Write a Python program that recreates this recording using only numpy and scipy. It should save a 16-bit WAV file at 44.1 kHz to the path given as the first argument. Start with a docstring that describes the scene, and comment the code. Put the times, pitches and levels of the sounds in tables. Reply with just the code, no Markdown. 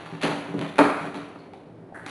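"""In a bare, ringing kitchen, a knife saws through a crusty loaf on a round wooden board.
Streams of tiny clicks make the crunch of the strokes, and short bright bursts are single snaps of crust.
Low bursts thud under the hands; the blade breaks through and knocks on the wood, which rings as damped tones.
After a quieter pause with a thin squeak and light taps, the blade scrapes on the loaf and bites again.
Noise filtered to a low, steady murmur fills the room, and each contact gets its own random echo."""
import sys
import numpy as np
from scipy import signal
from scipy.fft import rfft, irfft, next_fast_len
from scipy.io import wavfile

SR = 44100
rng = np.random.default_rng(int(sys.argv[2]) if len(sys.argv) > 2 else 0)


def unload_audio(sound):
    """Save the sound as a 16-bit wav file, at the path given as the first command line argument."""
    columns = np.transpose(np.atleast_2d(sound))
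    # keep every value between -1 and 1, then stretch to whole-number steps
    steps = np.round(np.clip(columns, -1, 1) * 32767)
    wavfile.write(sys.argv[1], SR, steps.astype(np.int16))


N = 92610  # length in samples, 2.1 s

TOP_HZ = 11200  # the sound has little above this
SNAP_DECAY_S = 0.014
CRUNCH_WET_DB = 1  # echo over direct sound for strokes, squeak and scrape
STROKE_RISE_S = 0.0027


def amp(db):
    """Turn decibels into an amplitude factor."""
    return 10 ** (np.asarray(db) / 20)


def unit(x):
    """Scale x to an average power of one."""
    return x / np.sqrt(np.mean(x ** 2) + 1e-20)


def along(points, hz):
    """Read a curve of (f/Hz, value) points, joined by lines on a log frequency axis."""
    f, v = np.transpose(points)
    return np.interp(np.log(hz + 1), np.log(f + 1), v)


def fade(t, t60):
    """Die away by 60 dB in t60 seconds."""
    return amp(-60 * t / np.maximum(t60, 1e-3))


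def add(track, s, x):
    """Mix x into the track from time s, which may lie before the start."""
    i = round(s * SR)
    x, i = x[max(0, -i):], max(0, i)
    track[i:i + len(x)] += x[:max(0, N - i)]


def coloured(x, points, tilt_db=0):
    """Filter x to a colour curve; tilt_db per octave brightens or dulls it between 300 and 6000 Hz."""
    size = 8192
    hz = np.fft.rfftfreq(size, 1 / SR)
    tilt = tilt_db * np.log2(np.clip(hz, 300, 6000))
    top_cut = 60 * np.clip(hz / TOP_HZ - 1, 0, 1)
    gain = unit(amp(along(points, hz) + tilt - top_cut))
    # folding the cepstrum forward makes the filter answer at once, with no sound ahead of the hit
    cepstrum = irfft(np.log(gain + 1e-6))
    cepstrum[1:size // 2] *= 2
    cepstrum[size // 2 + 1:] = 0
    response = irfft(np.exp(rfft(cepstrum)))
    return signal.fftconvolve(x, response)[:len(x)]


def burst(decay_s):
    """A brief contact: fading noise of unit energy with a nearly even spectrum."""
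    t = np.arange(4096) / SR
    x = rng.standard_normal(len(t))
    # evening out the spectrum smears the fade, so the two steps take turns
    for _ in range(3):
        even = irfft(np.exp(1j * np.angle(rfft(x))))
        x = even * fade(t, 2 * decay_s)
    return x / np.linalg.norm(x)


def ring(modes):
    """One second of damped tones from (f/Hz, level/dB, t60/s); each level sets the tone's energy."""
    t = np.arange(SR) / SR
    out = np.zeros(SR)
    for hz, db, t60 in modes:
        wave = np.sin(2 * np.pi * hz * t) * fade(t, t60)
        out += amp(db) * wave / np.linalg.norm(wave)
    return out


def kitchen(x, wet_db):
    """Direct sound, dense early reflections and a long, grainy tail, new for every sound."""
    # how long the echo lasts at each pitch: f/Hz, t60/s
    echo_times = [(120, 0.8), (300, 0.36), (600, 0.78), (1200, 0.74), (2500, 0.77), (5000, 0.75),
                  (11000, 0.73)]
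    early_t60, early_db = 0.079, -4  # s; dB over the tail
    wall_delay_s = 0.0061  # the echo swells in over about this time
    clumps_per_s, clump_db = 220, 2.5  # reflections arrive in clumps
    t = np.arange(SR) / SR
    hz, s, bands = signal.stft(rng.standard_normal(SR), SR, nperseg=256)
    faded_bands = bands * fade(s, along(echo_times, hz)[:, None])
    tail = signal.istft(faded_bands, SR, nperseg=256)[1][:SR]
    early = rng.standard_normal(SR) * fade(t, early_t60)
    echo = unit(tail) + amp(early_db) * unit(early)
    knots = rng.standard_normal(size=1000)
    clumps = amp(clump_db * np.interp(t * clumps_per_s, np.arange(len(knots)), knots))
    echo = echo * clumps * (1 - np.exp(-(t / wall_delay_s) ** 2))
    direct = t == 0
    response = amp(wet_db) * echo / np.linalg.norm(echo) + direct
    return signal.fftconvolve(x, response / np.linalg.norm(response))[:SR]


def crumbs():
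    """One second of tiny fractures at random times, mostly small and a few large."""
    per_s, spread_db = 600, 3.5
    hit = rng.random(SR) < per_s / SR
    sign = rng.choice([-1, 1], SR)
    size = amp(spread_db * np.minimum(rng.exponential(size=SR), 4))
    return unit(hit * sign * size)


def sawing():
    """Each stroke tears a stream of crumbs, with a quick start and a softer end."""
    # sawing strokes: start t/s, length/s, level before the common lift/dB, brightness/dB per octave
    strokes = [(-.1, 0.25, -44.5, 2), (.225, 0.05, -28.5, -1), (.38, 0.21, -43.5, -.5),
               (0.608, 0.032, -37, -1), (.66, 0.049, -57, -12), (1.0, 0.049, -41, 3),
               (1.14, 0.041, -42.5, 1.5), (1.23, 0.21, -53, 0), (1.94, 0.26, -65, 7),
               (2.065, 0.096, -41, 6.5)]
    # colour of the tearing crust: f/Hz, relative level/dB
    crunch_colour = [(60, -21), (200, -2), (500, 6.5), (1100, 4.5), (1600, 0.5), (2300, -3.5), (3000, -7),
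                     (4500, -15.5), (5200, -33), (5800, -23), (8000, -33), (10800, -25.5)]
    lift_db, fall_s = 1.5, 0.042
    out, t = np.zeros(N), np.arange(SR) / SR
    rise = np.minimum(t / STROKE_RISE_S, 1)
    for s, length, db, tilt in strokes:
        push = rise * np.exp(-np.maximum(t - length, 0) / fall_s)
        crunch = kitchen(push * crumbs(), CRUNCH_WET_DB)
        add(out, s, amp(db + lift_db) * coloured(crunch, crunch_colour, tilt))
    return out


def air():
    """The low, steady noise of the room: random noise shaped by frequency."""
    # colour of the room noise: f/Hz, relative level/dB per Hz
    air_colour = [(25, -37), (60, -24), (90, -14.5), (116, -4), (136, -18), (162, 0), (200, -11.5),
                  (280, -6.5), (400, -9), (700, -15), (1000, -24), (2000, -33.5), (4000, -46), (7000, -56),
                  (11000, -55)]
    level_db = -46
    hz = np.fft.rfftfreq(N, 1 / SR)
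    spectrum = rfft(rng.standard_normal(N)) * amp(along(air_colour, hz))
    return amp(level_db) * unit(irfft(spectrum, N))


def thuds():
    """The board bumps on the table under the hands, a soft burst that sets the room's low tones ringing."""
    # bumps: t/s, level before the common lift/dB
    bumps = [(.125, -15.5), (0.241, -10), (0.28, -10.5), (.482, -13.5), (0.5408, -5), (.581, -7),
             (.605, -11), (.791, -8.5), (0.831, -9), (1.01, -16.5), (1.06, -20), (1.15, -15),
             (1.478, -24.5), (1.811, -28)]
    # colour of a bump: f/Hz, relative level/dB
    bump_colour = [(30, -38), (60, -33.5), (110, -20), (160, 0), (300, -2), (450, -9), (800, -15),
                   (1500, -53), (4000, -51.5)]
    # ringing low tones of the room, before colouring: f/Hz, level/dB, t60/s
    room_modes = [(123.7, -21, 0.2), (162.1, -19.5, 0.48), (200.8, -31.5, .6), (285.5, -18, 0.54),
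                  (383.6, -19, 0.39)]
    lift_db, decay_s, wet_db = 7.5, 0.032, 3
    out, room_ring = np.zeros(N), ring(room_modes)
    for s, db in bumps:
        bump = kitchen(burst(decay_s), wet_db) + room_ring
        add(out, s, amp(db + lift_db) * coloured(bump, bump_colour))
    return out


def crust():
    """Single flakes of crust break with a bright click, a very short burst of noise."""
    # snaps: t/s, level before the common lift/dB, brightness/dB per octave, echo over direct sound/dB
    snaps = [(.212, -20.5, -2, 11), (0.2163, -19.5, 1, 8), (0.2257, -22, 1.5, 2), (0.233, -16, -0.5, 1),
             (.236, -18, 2.5, 5), (.251, -15.5, -5.5, -6), (.280, -21.5, -1, -1), (0.592, -27, 0, -3),
             (.613, -20.5, -1, 4), (0.758, -26, -1.5, 4.5), (0.782, -12, -3, 11), (0.7892, -10, -2, 0),
             (1.144, -27, 0.5, 8.5), (1.535, -40, 0, 5), (1.975, -39, -5, -4), (2.033, -36, -5, 6),
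             (2.063, -26.5, -5, -1)]
    # colour of breaking crust: f/Hz, relative level/dB
    crust_colour = [(60, -17.5), (300, 6), (900, 3), (2300, 6), (3100, 1.5), (4400, -2), (5200, -16.5),
                    (6000, -12), (8000, -19), (10800, -12.5)]
    lift_db = 17
    out = np.zeros(N)
    for s, db, tilt, wet_db in snaps:
        snap = kitchen(burst(SNAP_DECAY_S), wet_db)
        add(out, s, amp(db + lift_db) * coloured(snap, crust_colour, tilt))
    return out


def knocks():
    """Hard contacts on the board: a sharp burst that sets the wood ringing."""
    # contacts: t/s, level before the common lift/dB, brightness/dB per octave, echo over direct burst/dB
    contacts = [(.237, -12, -3.5, 10), (.279, -21, -1, 2), (0.7829, -8, 6, 5), (.7897, 2, 0, 5.5),
                (.809, -8.5, -2.5, 27), (0.829, -12, 0, 4), (.852, -11.5, 1.5, 14),
                (0.898, -15.5, -1.5, -6), (1.059, -23.5, -8.5, 15), (1.152, -23.5, -3.5, 3.5),
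                (1.359, -33, -1, -16), (2.0625, -25.5, 6.5, 1)]
    # colour of the wood: f/Hz, relative level/dB
    wood_colour = [(30, -40), (70, -28), (130, -24), (200, -10.5), (270, 1), (500, -4), (850, -3),
                   (1400, -3.5), (1800, -15), (2450, -13), (3100, -38.5), (4500, -33), (5600, -47),
                   (11000, -39.5)]
    # ringing tones of the board, before colouring: f/Hz, level/dB, t60/s
    board_modes = [(236, -24.5, 0.52), (288.5, -15, 0.36), (421.8, -23, 0.66), (443.3, -20.5, 0.39),
                   (613, -20.5, 0.17), (627, -33, .5), (880, -22, .35), (893, -26.5, 0.28),
                   (1187, -29, 0.72), (1327, -36, .8), (1418, -30.5, 0.52)]
    lift_db, decay_s = 15.5, 0.03
    out, wood = np.zeros(N), ring(board_modes)
    for s, db, tilt, wet_db in contacts:
        knock = kitchen(burst(decay_s), wet_db) + wood
        add(out, s, amp(db + lift_db) * coloured(knock, wood_colour, tilt))
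    return out


def squeak():
    """Steel brushes the crust: a short, thin scratch in a narrow band of noise."""
    start_s, centre_hz, level_db, decay_s = 1.387, 4340, -27.5, 0.076
    band = [(centre_hz / 2, -40), (centre_hz * 0.91, -22), (centre_hz, 0),
            (centre_hz * 1.12, -22), (centre_hz * 2, -40)]
    out = np.zeros(N)
    scratch = kitchen(burst(decay_s), CRUNCH_WET_DB)
    add(out, start_s, amp(level_db) * coloured(scratch, band))
    return out


def taps():
    """Light taps of the blade give only a short, hollow tock, with no ringing wood."""
    # taps: t/s, level/dB, brightness/dB per octave
    touches = [(1.5355, -13, -3), (1.9235, -13.5, -10), (2.063, -9.5, 4.5)]
    # colour of a tap: f/Hz, relative level/dB
    tap_colour = [(100, -20), (500, -12.5), (780, 8), (1050, -12), (1800, -15), (2400, -16), (4000, -22.5),
                  (11000, -42)]
    decay_s, wet_db = 0.02, -1
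    out = np.zeros(N)
    for s, db, tilt in touches:
        tock = kitchen(burst(decay_s), wet_db)
        add(out, s, amp(db) * coloured(tock, tap_colour, tilt))
    return out


def scrape():
    """The teeth catch on the crust: a fading stream of crumbs, coloured to sound hollow."""
    # colour of the scrape: f/Hz, relative level/dB
    scrape_colour = [(200, -19), (800, -5), (1300, -0.5), (1750, 3.5), (2000, -2.5), (2400, -23.5),
                     (5000, -38), (10000, -27)]
    start_s, level_db, t60 = 1.94, -38, 0.43
    out, t = np.zeros(N), np.arange(SR) / SR
    rise = np.minimum(t / STROKE_RISE_S, 1)
    grains = rise * fade(t, t60) * crumbs()
    add(out, start_s, amp(level_db) * coloured(kitchen(grains, CRUNCH_WET_DB), scrape_colour))
    return out


def scene():
    """Mix nearly mono; a blurred copy of the snaps, opposite left and right, gives a trace of width."""
    # colour of the snaps' side sound: f/Hz, relative level/dB
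    side_colour = [(200, -58), (700, -3.5), (1500, -11.5), (3000, -5.5), (5000, 9.5), (8000, -7)]
    side_db = -28.5
    snaps = crust()
    mid = sawing() + air() + thuds() + snaps + knocks() + squeak() + taps() + scrape()
    blurred = signal.fftconvolve(snaps, burst(SNAP_DECAY_S))[:N]
    side = amp(side_db) * coloured(blurred, side_colour)
    return np.array([mid + side, mid - side])


def record(dry):
    """Round off the highest peaks softly, then cut steeply above the band limit."""
    rounded = dry / (1 + np.abs(dry / .9) ** 6) ** (1 / 6)
    size = next_fast_len(N + SR // 2)
    hz = np.fft.rfftfreq(size, 1 / SR)
    low_pass = 1 / (1 + (hz / TOP_HZ) ** 160)
    return irfft(rfft(rounded, size) * low_pass, size)[:, :N]


dry = scene()
out = record(dry)
unload_audio(out)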